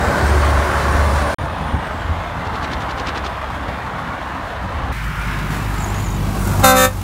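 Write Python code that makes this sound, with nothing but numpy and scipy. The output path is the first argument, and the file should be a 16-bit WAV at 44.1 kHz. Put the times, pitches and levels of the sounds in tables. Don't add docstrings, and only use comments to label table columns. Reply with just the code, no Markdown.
import sys
import numpy as np
from scipy import signal
from scipy.fft import rfft, irfft, next_fast_len
from scipy.io import wavfile
from scipy.ndimage import uniform_filter1d, minimum_filter1d, map_coordinates

SR = 44100
rng = np.random.default_rng(int(sys.argv[2]) if len(sys.argv) > 2 else 0)


def store_wav(level_fs):
    pcm = np.round(np.clip(np.atleast_2d(level_fs), -1, 1) * 32767)
    wavfile.write(sys.argv[1], SR, pcm.T.astype(np.int16))


N = 310015

# (start [s], end [s])
PASS_SPANS = [(0, 1.345), (1.385, 4.92), (4.92, 7.03)]

# (frequency [Hz], relative density [dB])
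FIRST_COLOUR = [(53, -29), (90, -2.5), (130, -11.5), (270, -16.5), (365, -18), (504, -20), (562, -13.5),
                (793, -15.5), (1120, -13), (1220, -18), (1510, -15.5), (2710, -30), (7610, -33.5),
                (9240, -37), (15500, -44.5)]
SECOND_COLOUR = [(53, -19), (90, 0.5), (120, -7.5), (190, -13), (280, -14), (370, -22), (500, -20.5),
                 (800, -14.5), (1150, -16.5), (1800, -21.5), (2400, -29), (3500, -32.5), (5000, -42.5),
                 (15500, -57)]
THIRD_COLOUR = [(53, -34), (90, -7.5), (187, -10), (222, -14.5), (350, -19.5), (483, -27), (793, -20.5),
                (1170, -21), (1420, -26), (1550, -25.5), (1760, -30), (2230, -28), (4950, -32.5),
                (6980, -31), (15500, -35.5)]
# (time [s], level [dB])
FIRST_DRONE = [(0.0, -22), (0.088, -17), (0.122, -33), (0.236, -17.5), (0.584, -13), (0.606, -20.5),
               (0.822, -24.5), (0.962, -15), (1.196, -17.5), (1.33, -30)]
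SECOND_DRONE = [(1.39, -26), (1.85, -30), (2.15, -24), (2.5, -29.5), (3.6, -30.5), (4.15, -35.5),
                (4.5, -30), (4.78, -19.5), (4.92, -21)]
THIRD_DRONE = [(4.95, -27), (5.108, -27.5), (6.58, -22)]
# (time [s], tyre roar [dB], exhaust [dB])
FIRST_PASS = [(0, -20, -21.5), (.3, -20.5, -21), (.55, -19.5, -24), (.85, -19.5, -24.5), (1.33, -23, -24)]
SECOND_PASS = [(1.39, -27, -29), (2.3, -28.5, -32), (2.5, -26.5, -28), (3.15, -25.5, -29.5),
               (3.4, -28.5, -32), (4.4, -27.5, -32.5), (4.9, -29, -27.5)]
THIRD_PASS = [(4.93, -42.5, -36), (5.2, -37, -31), (5.55, -32.5, -25.5), (5.85, -31.5, -27),
              (6.05, -34.5, -25.5), (6.55, -29, -22.5), (7.03, -33, -25.5)]
# (time [s], firing rate [1/s])
FIRST_FIRING = [(0, 71), (1.33, 72.5)]
SECOND_FIRING = [(1.601, 70.1), (2.051, 83), (2.35, 82.5), (3.1, 68), (4.499, 64.94), (4.851, 61)]
THIRD_FIRING = [(4.95, 52.95), (6.2, 49), (7.03, 47.93)]
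CYLINDER_DB = [0, -2, 4.5, -1, 2, 2.5]

# (time [s], pitch [Hz], level [dB])
TURBO = [(0, 7400, -53), (.25, 8260, -51), (.55, 8970, -50), (1.3, 9300, -45), (1.5, 9500, -60),
         (1.75, 8900, -56), (2.2, 6500, -62), (2.45, 5590, -90)]
# (time [s], pitch [Hz], level [dB])
TURBO_RUSH = [(0, 7550, -57), (.3, 8700, -47), (.5, 9500, -48), (.8, 9800, -54), (1.0, 9660, -60),
              (1.3, 9960, -60)]
# (time [s], pitch [Hz], level [dB])
DRIVE_TREAD = [(0, 364.6, -33), (.35, 373.3, -29), (.6, 367.4, -40), (.88, 364.8, -29.5), (1.1, 370, -53)]
TRAILER_TREAD = [(0, 577, -36), (.15, 569, -39), (.5, 577, -41), (.9, 572.6, -37), (1.33, 564, -28.5)]

# (time [s], relative level [dB])
BUMPS = [(1.41, -21), (1.435, -18), (1.52, -20), (1.603, -16.5), (1.733, -10), (2.09, -20), (3.525, -23),
         (3.68, -20), (4.64, -22)]

# (frequency [Hz], relative gain [dB])
SPIT_COLOUR = [(150, -20), (280, 0), (450, -5), (850, 2), (1500, 2), (2500, -5), (4000, 0), (6000, -9),
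               (8500, -21.5), (11000, -32), (15000, -38)]
SPIT_DB = [-29.5, -28, -24, -25, -28.5, -27, -24, -20.8, -23.5, -23]

# (time [s], level [dB])
CAR = [(4.9, -29), (5.25, -28.5), (6.05, -36), (6.3, -58)]
# (time [s], level re firing tone [dB])
STACK_OCTAVE = [(4.9, -15), (5.5, -6.5), (6.3, -1.7), (7.03, 1)]
# (time [s], level [dB])
THIRD_HISS = [(4.93, -45), (5.45, -44.5), (5.55, -40.5), (6.22, -41), (6.5, -33), (7.03, -35.5)]

# (harmonic number [-], first tap [dB], second tap [dB]), all relative
HIGH_TRUMPET = [(1, -8, -13), (2, -4.5, -4.5), (3, -1.5, -9), (4, -7, -21), (5, -7.5, -7.5), (6, -6.5, -12),
                (7, -28, -11), (8, -13, -23), (9, -20, -18), (10, -19, -24), (11, -25, -26), (12, -26, -25),
                (13, -30, -30), (14, -11.5, -17), (15, -25, -27), (16, -24, -30), (20, -24, -26),
                (27, -17, -20), (34, -28, -26), (39, -27, -26), (46, -20, -29), (57, -27, -28)]
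LOW_TRUMPET = [(1, -11.5, -14), (2, -23, -18), (3, -8, -10), (4, -24, -30), (5, -22, -17), (6, -10, -9),
               (7, -7, -14), (8, -16, -21), (9, -26, -13), (10, -17, -26), (11, -22, -25), (12, -29, -27),
               (13, -17, -19), (16, -34, -28), (18, -30, -27), (19, -18, -14), (20, -34, -38),
               (21, -13, -18), (22, -29, -28), (24, -30, -34), (30, -26, -33), (36, -23, -23),
               (50, -25, -27), (62, -25, -29), (76, -30, -29)]

SPIT_START_S, SPIT_PERIOD_S, SPIT_LEAD_S = 2.4685, .0883, .0165
SPIT_LEAD_DB = -4.5

SQUEAK_START_S, SQUEAK_END_S, SQUEAK_FADE_DB_PER_S = 5.79, 6.15, 450
SQUEAK_HZ, SQUEAK_SAG_HZ_PER_S, SQUEAK_DB = 7200, 1200, -41
WARBLE_HZ, WARBLE_PERIOD_S = 249, .12

HORN_START_S, HORN_END_S, HORN_DB = 6.644, 6.853, -6.5
HORN_ATTACK_DB_PER_S, HORN_RELEASE_DB_PER_S = 950, 370
HORN_NEARS_DB_PER_S = 11.5
HORN_DULLS_DB_PER_DB = 0.82
HORN_HZ, HORN_SHARP_HZ, HORN_SETTLE_S = 258.2, 5.5, .02
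EASE_S, EASE_WIDTH_S, EASE_DB = 6.743, 0.021, 13
TAP_SHIFT_S = 0.042

CEILING_DB, RESPONSE_S, HOLD_S = -8.5, 0.018, .4
TOP_HZ = 15750


def amp(db):
    return 10 ** (np.asarray(db) / 20)


def unit(x):
    return x / np.sqrt(np.mean(x ** 2) + 1e-20)


def clock():
    return np.arange(N) / SR


def curves(rows):
    time_s, *columns = np.transpose(rows)
    return [np.interp(clock(), time_s, c) for c in columns]


def along(points, hz):
    f, v = np.transpose(points)
    return np.interp(np.log(hz + 1), np.log(f + 1), v)


def wobble(rate_hz):
    knots = rng.standard_normal(int(N * rate_hz / SR) + 4)
    return map_coordinates(knots, [clock() * rate_hz])


def filtered(x, response):
    size = next_fast_len(N + SR // 2)
    hz = np.fft.rfftfreq(size, 1 / SR)
    return irfft(rfft(x, size) * response(hz), size)[:N]


def band(hz, low_hz, high_hz, order=4):
    below = 1 + (low_hz / (hz + 1)) ** (2 * order)
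    above = 1 + (hz / high_hz) ** (2 * order)
    return (below * above) ** -.5


def noise(low_hz, high_hz, order=4):
    return unit(filtered(rng.standard_normal(N), lambda hz: band(hz, low_hz, high_hz, order)))


def patchy(depth_db):
    z = signal.stft(rng.standard_normal(N), nperseg=2048)[2]
    field = uniform_filter1d(rng.standard_normal(z.shape), size=5, axis=0)
    field = uniform_filter1d(field, size=7, axis=1)
    return unit(signal.istft(z * amp(depth_db * unit(field)), nperseg=2048)[1][:N])


def echoes(x, spread_s, wet_db, count=14):
    delays_s = rng.uniform(.1, 1, count) * spread_s
    gains = rng.standard_normal(count)
    gains *= amp(wet_db) / np.linalg.norm(gains)
    return x + sum(g * np.pad(x, (int(d * SR), 0))[:N] for d, g in zip(delays_s, gains))


def held(start_s, end_s, attack_db_per_s, release_db_per_s):
    rise = -attack_db_per_s * np.maximum(start_s - clock(), 0)
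    return rise - release_db_per_s * np.maximum(clock() - end_s, 0)


def blowdowns(turns, scatter_db):
    at = np.flatnonzero(np.diff(np.floor(turns)))
    pulses = np.zeros(N)
    pulses[at] = amp(np.resize(CYLINDER_DB, len(at)) + scatter_db * rng.standard_normal(len(at)))
    puff_decay_s = 0.011
    puffs = signal.lfilter([1], [1, -np.exp(-1 / (puff_decay_s * SR))], pulses)
    return unit(pulses), unit(puffs)


def truck(drone, passing, firing, colour, tone_db, octave_db, rumble_db, pulse_db, wash_db,
          roar_db, rasp_db, hiss_db, rasp_grows, hiss_grows, chop):
    tone = amp(curves(drone)[0])
    roar, exhaust = amp(curves(passing))
    swell_db = np.mean(curves(passing), axis=0) - np.mean(np.array(passing)[:, 1:])
    turns = np.cumsum(curves(firing)[0] * (1 + .007 * wobble(14))) / SR
    pulses, puffs = blowdowns(turns, scatter_db=2.5)
    gas = unit(1 + chop * puffs)

    def shaped(x, low_hz, high_hz):
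        return unit(filtered(x, lambda hz: amp(along(colour, hz)) * band(hz, low_hz, high_hz)))

    fundamental = amp(tone_db + wobble(33)) * np.sin(2 * np.pi * turns)
    octave = amp(octave_db + 1.0 * wobble(5.9)) * np.sin(4 * np.pi * turns)
    rumble = amp(rumble_db) * noise(44.0, 94.6, order=6)
    out = tone * (np.sqrt(2) * (fundamental + octave) + rumble)

    exhaust_flutter = amp(0.71 * wobble(10))
    popping = amp(pulse_db) * shaped(echoes(pulses, spread_s=.03, wet_db=-1.0), 86, 400)
    wash = amp(wash_db) * shaped(patchy(1.55), 113.0, 613)
    out += exhaust * exhaust_flutter * (popping + wash)

    roar_gain = roar * amp(roar_db + 0.25 * wobble(25))
    out += roar_gain * shaped(gas * patchy(1.8), 463, 1840)
    rasp_gain = amp(rasp_db + rasp_grows * swell_db + 0.68 * wobble(22))
    out += rasp_gain * shaped(gas * patchy(2.0), 1865, 4660)
    hiss_gain = amp(hiss_db + hiss_grows * swell_db + 0.79 * wobble(22))
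    return out + hiss_gain * shaped(gas * patchy(1.0), 4550, 23000)


def whistle(track, fuzz_hz, flutter_db):
    hz, db = track
    phase = 2 * np.pi * np.cumsum(hz) / SR
    fuzz = wobble(fuzz_hz) * np.cos(phase) + wobble(fuzz_hz) * np.sin(phase)
    return amp(db) * unit(fuzz * amp(flutter_db * wobble(60)))


def bumps():
    out = np.zeros(N)
    puff, flurry = noise(110, 190, order=3), noise(250, 520)
    rise_s, swing_hz = .009, 76
    for s, db in BUMPS:
        t = np.maximum(clock() - s, 0)
        swell = t / rise_s * np.exp(1 - t / rise_s)
        swing = np.sin(2 * np.pi * swing_hz * t)
        out += amp(db) * swell * (swing + .5 * puff + .25 * amp(db) * flurry)
    return out


def spits(decay_s, chuff_s, level_db, chuff_db, thud_db):
    burst, chuff = np.zeros(N), np.zeros(N)
    for cycle, db in enumerate(SPIT_DB):
        for early_s, crack_db in ((SPIT_LEAD_S, db + SPIT_LEAD_DB), (0, db)):
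            t = clock() - (SPIT_START_S + cycle * SPIT_PERIOD_S - early_s)
            burst += amp(crack_db) * (t >= 0) * np.exp(-np.abs(t) / decay_s)
            chuff += amp(crack_db) * np.exp(-np.abs(t) / chuff_s)
    sputter = unit(rng.standard_normal(N) * amp(3.6 * wobble(800)))
    crack = filtered(burst * sputter, lambda hz: amp(along(SPIT_COLOUR, hz)))
    body = amp(chuff_db) * noise(540, 3250, order=3) + amp(thud_db) * noise(250, 420)
    return amp(level_db) * crack + chuff * body


def car():
    tread = unit(filtered(patchy(2.3), lambda hz: band(hz, 980, 2160, order=5)))
    boom = noise(122, 158, order=7)
    return amp(curves(CAR)[0] + 1.0 * wobble(14)) * (tread + amp(-1.5) * boom)


def squeak():
    t = np.clip(clock() - SQUEAK_START_S, -1, 1)
    warble = WARBLE_HZ * np.cos(2 * np.pi * t / WARBLE_PERIOD_S)
    hz = SQUEAK_HZ - SQUEAK_SAG_HZ_PER_S * t + warble + 90 * wobble(50)
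    envelope_db = held(SQUEAK_START_S, SQUEAK_END_S, SQUEAK_FADE_DB_PER_S, SQUEAK_FADE_DB_PER_S)
    db = SQUEAK_DB + 2 * wobble(30) + envelope_db
    shake = amp(4 * np.sin(2 * np.pi * np.cumsum(curves(THIRD_FIRING)[0]) / SR))
    return unit(shake) * whistle((hz, db), fuzz_hz=800, flutter_db=2.8)


def horn_blast():
    t = clock()
    open_db = held(HORN_START_S, HORN_END_S, HORN_ATTACK_DB_PER_S, HORN_RELEASE_DB_PER_S)
    hz = HORN_HZ + HORN_SHARP_HZ * np.exp(np.minimum((HORN_START_S - t) / HORN_SETTLE_S, 1))
    db = HORN_DB + HORN_NEARS_DB_PER_S * (t - HORN_START_S) + open_db
    ease = np.exp(-((t - EASE_S) / EASE_WIDTH_S) ** 2)
    brass_db = HORN_DULLS_DB_PER_DB * open_db - EASE_DB * ease
    return np.array([hz, db, brass_db])


def trumpet(harmonics, ratio, level_db, count):
    blast = horn_blast()
    on = blast[1] > -60
    t, (hz, db, brass_db) = clock()[on], blast[:, on]
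    phase = 2 * np.pi * np.cumsum(ratio * hz * (1 + 0.0015 * wobble(120)[on])) / SR
    second_tap = np.clip((t - EASE_S) / TAP_SHIFT_S, 0, 1)
    rows, out = np.array(harmonics), np.zeros(N)
    for k in range(1, count + 1):
        treble = min(k * ratio / 24, 1)
        tap_db = np.array([along(rows[:, [0, 1]], k), along(rows[:, [0, 2]], k)])
        early, late = tap_db + 2.5 * treble * rng.standard_normal(2)
        level = db + level_db + early + (late - early) * second_tap + treble * brass_db
        out[on] += amp(level) * np.sin(k * phase + rng.uniform(0, 2 * np.pi))
    return out


def air_horn():
    _, db, brass_db = horn_blast()
    high = trumpet(HIGH_TRUMPET, 1, level_db=0.5, count=60)
    low = trumpet(LOW_TRUMPET, 193 / 258.5, level_db=-0.5, count=80)
    air = amp(db + brass_db - 25.5) * noise(600, 12000, order=1)
    return echoes(high + low + air, spread_s=.04, wet_db=-21)


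def scene():
    first = truck(FIRST_DRONE, FIRST_PASS, FIRST_FIRING, FIRST_COLOUR,
                  tone_db=-0.5, octave_db=-26, rumble_db=-6.5, pulse_db=-8, wash_db=-1,
                  roar_db=0.0, rasp_db=-30, hiss_db=-38.5, rasp_grows=0.58, hiss_grows=.6, chop=0.2)
    second = truck(SECOND_DRONE, SECOND_PASS, SECOND_FIRING, SECOND_COLOUR,
                   tone_db=-4.0, octave_db=-28, rumble_db=-2.5, pulse_db=-10, wash_db=-1.0,
                   roar_db=0.96, rasp_db=-36.5, hiss_db=-49.0, rasp_grows=0, hiss_grows=.2, chop=0.28)
    third = truck(THIRD_DRONE, THIRD_PASS, THIRD_FIRING, THIRD_COLOUR,
                  tone_db=-0.5, octave_db=curves(STACK_OCTAVE)[0], rumble_db=-5.0, pulse_db=-6.0,
                  wash_db=-2, roar_db=2.5, rasp_db=-39, hiss_db=curves(THIRD_HISS)[0],
                  rasp_grows=.2, hiss_grows=0, chop=0.31)
    turbo = whistle(curves(TURBO), fuzz_hz=520, flutter_db=2.5)
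    first += turbo + whistle(curves(TURBO_RUSH), fuzz_hz=900, flutter_db=2.0)
    first += whistle(curves(DRIVE_TREAD), fuzz_hz=23, flutter_db=0.5)
    first += whistle(curves(TRAILER_TREAD), fuzz_hz=35, flutter_db=1.0)
    second += turbo + bumps()
    second += spits(decay_s=.0065, chuff_s=0.012, level_db=6.0, chuff_db=-6.5, thud_db=-8.5)
    third += car() + squeak() + air_horn()
    t = clock()
    gates = [uniform_filter1d(1. * ((t >= a) & (t < b)), size=60) for a, b in PASS_SPANS]
    return sum(gate * x for gate, x in zip(gates, (first, second, third)))[None]


def gain_control(x):
    keep = np.exp(-1 / (RESPONSE_S * SR))
    loudness = np.sqrt(signal.lfilter([1 - keep], [1, -keep], x ** 2))
    needed = amp(CEILING_DB) / np.maximum(loudness, amp(CEILING_DB))
    half = int(HOLD_S * SR / 2)
    return x * minimum_filter1d(needed, 2 * half + 1, origin=half, mode="nearest")


def record(dry):
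    x = gain_control(dry[0])
    soft = x / (1 + np.abs(x) ** 8) ** (1 / 8)
    return filtered(soft, lambda hz: hz < TOP_HZ)[None]


dry = scene()
out = record(dry)
store_wav(out)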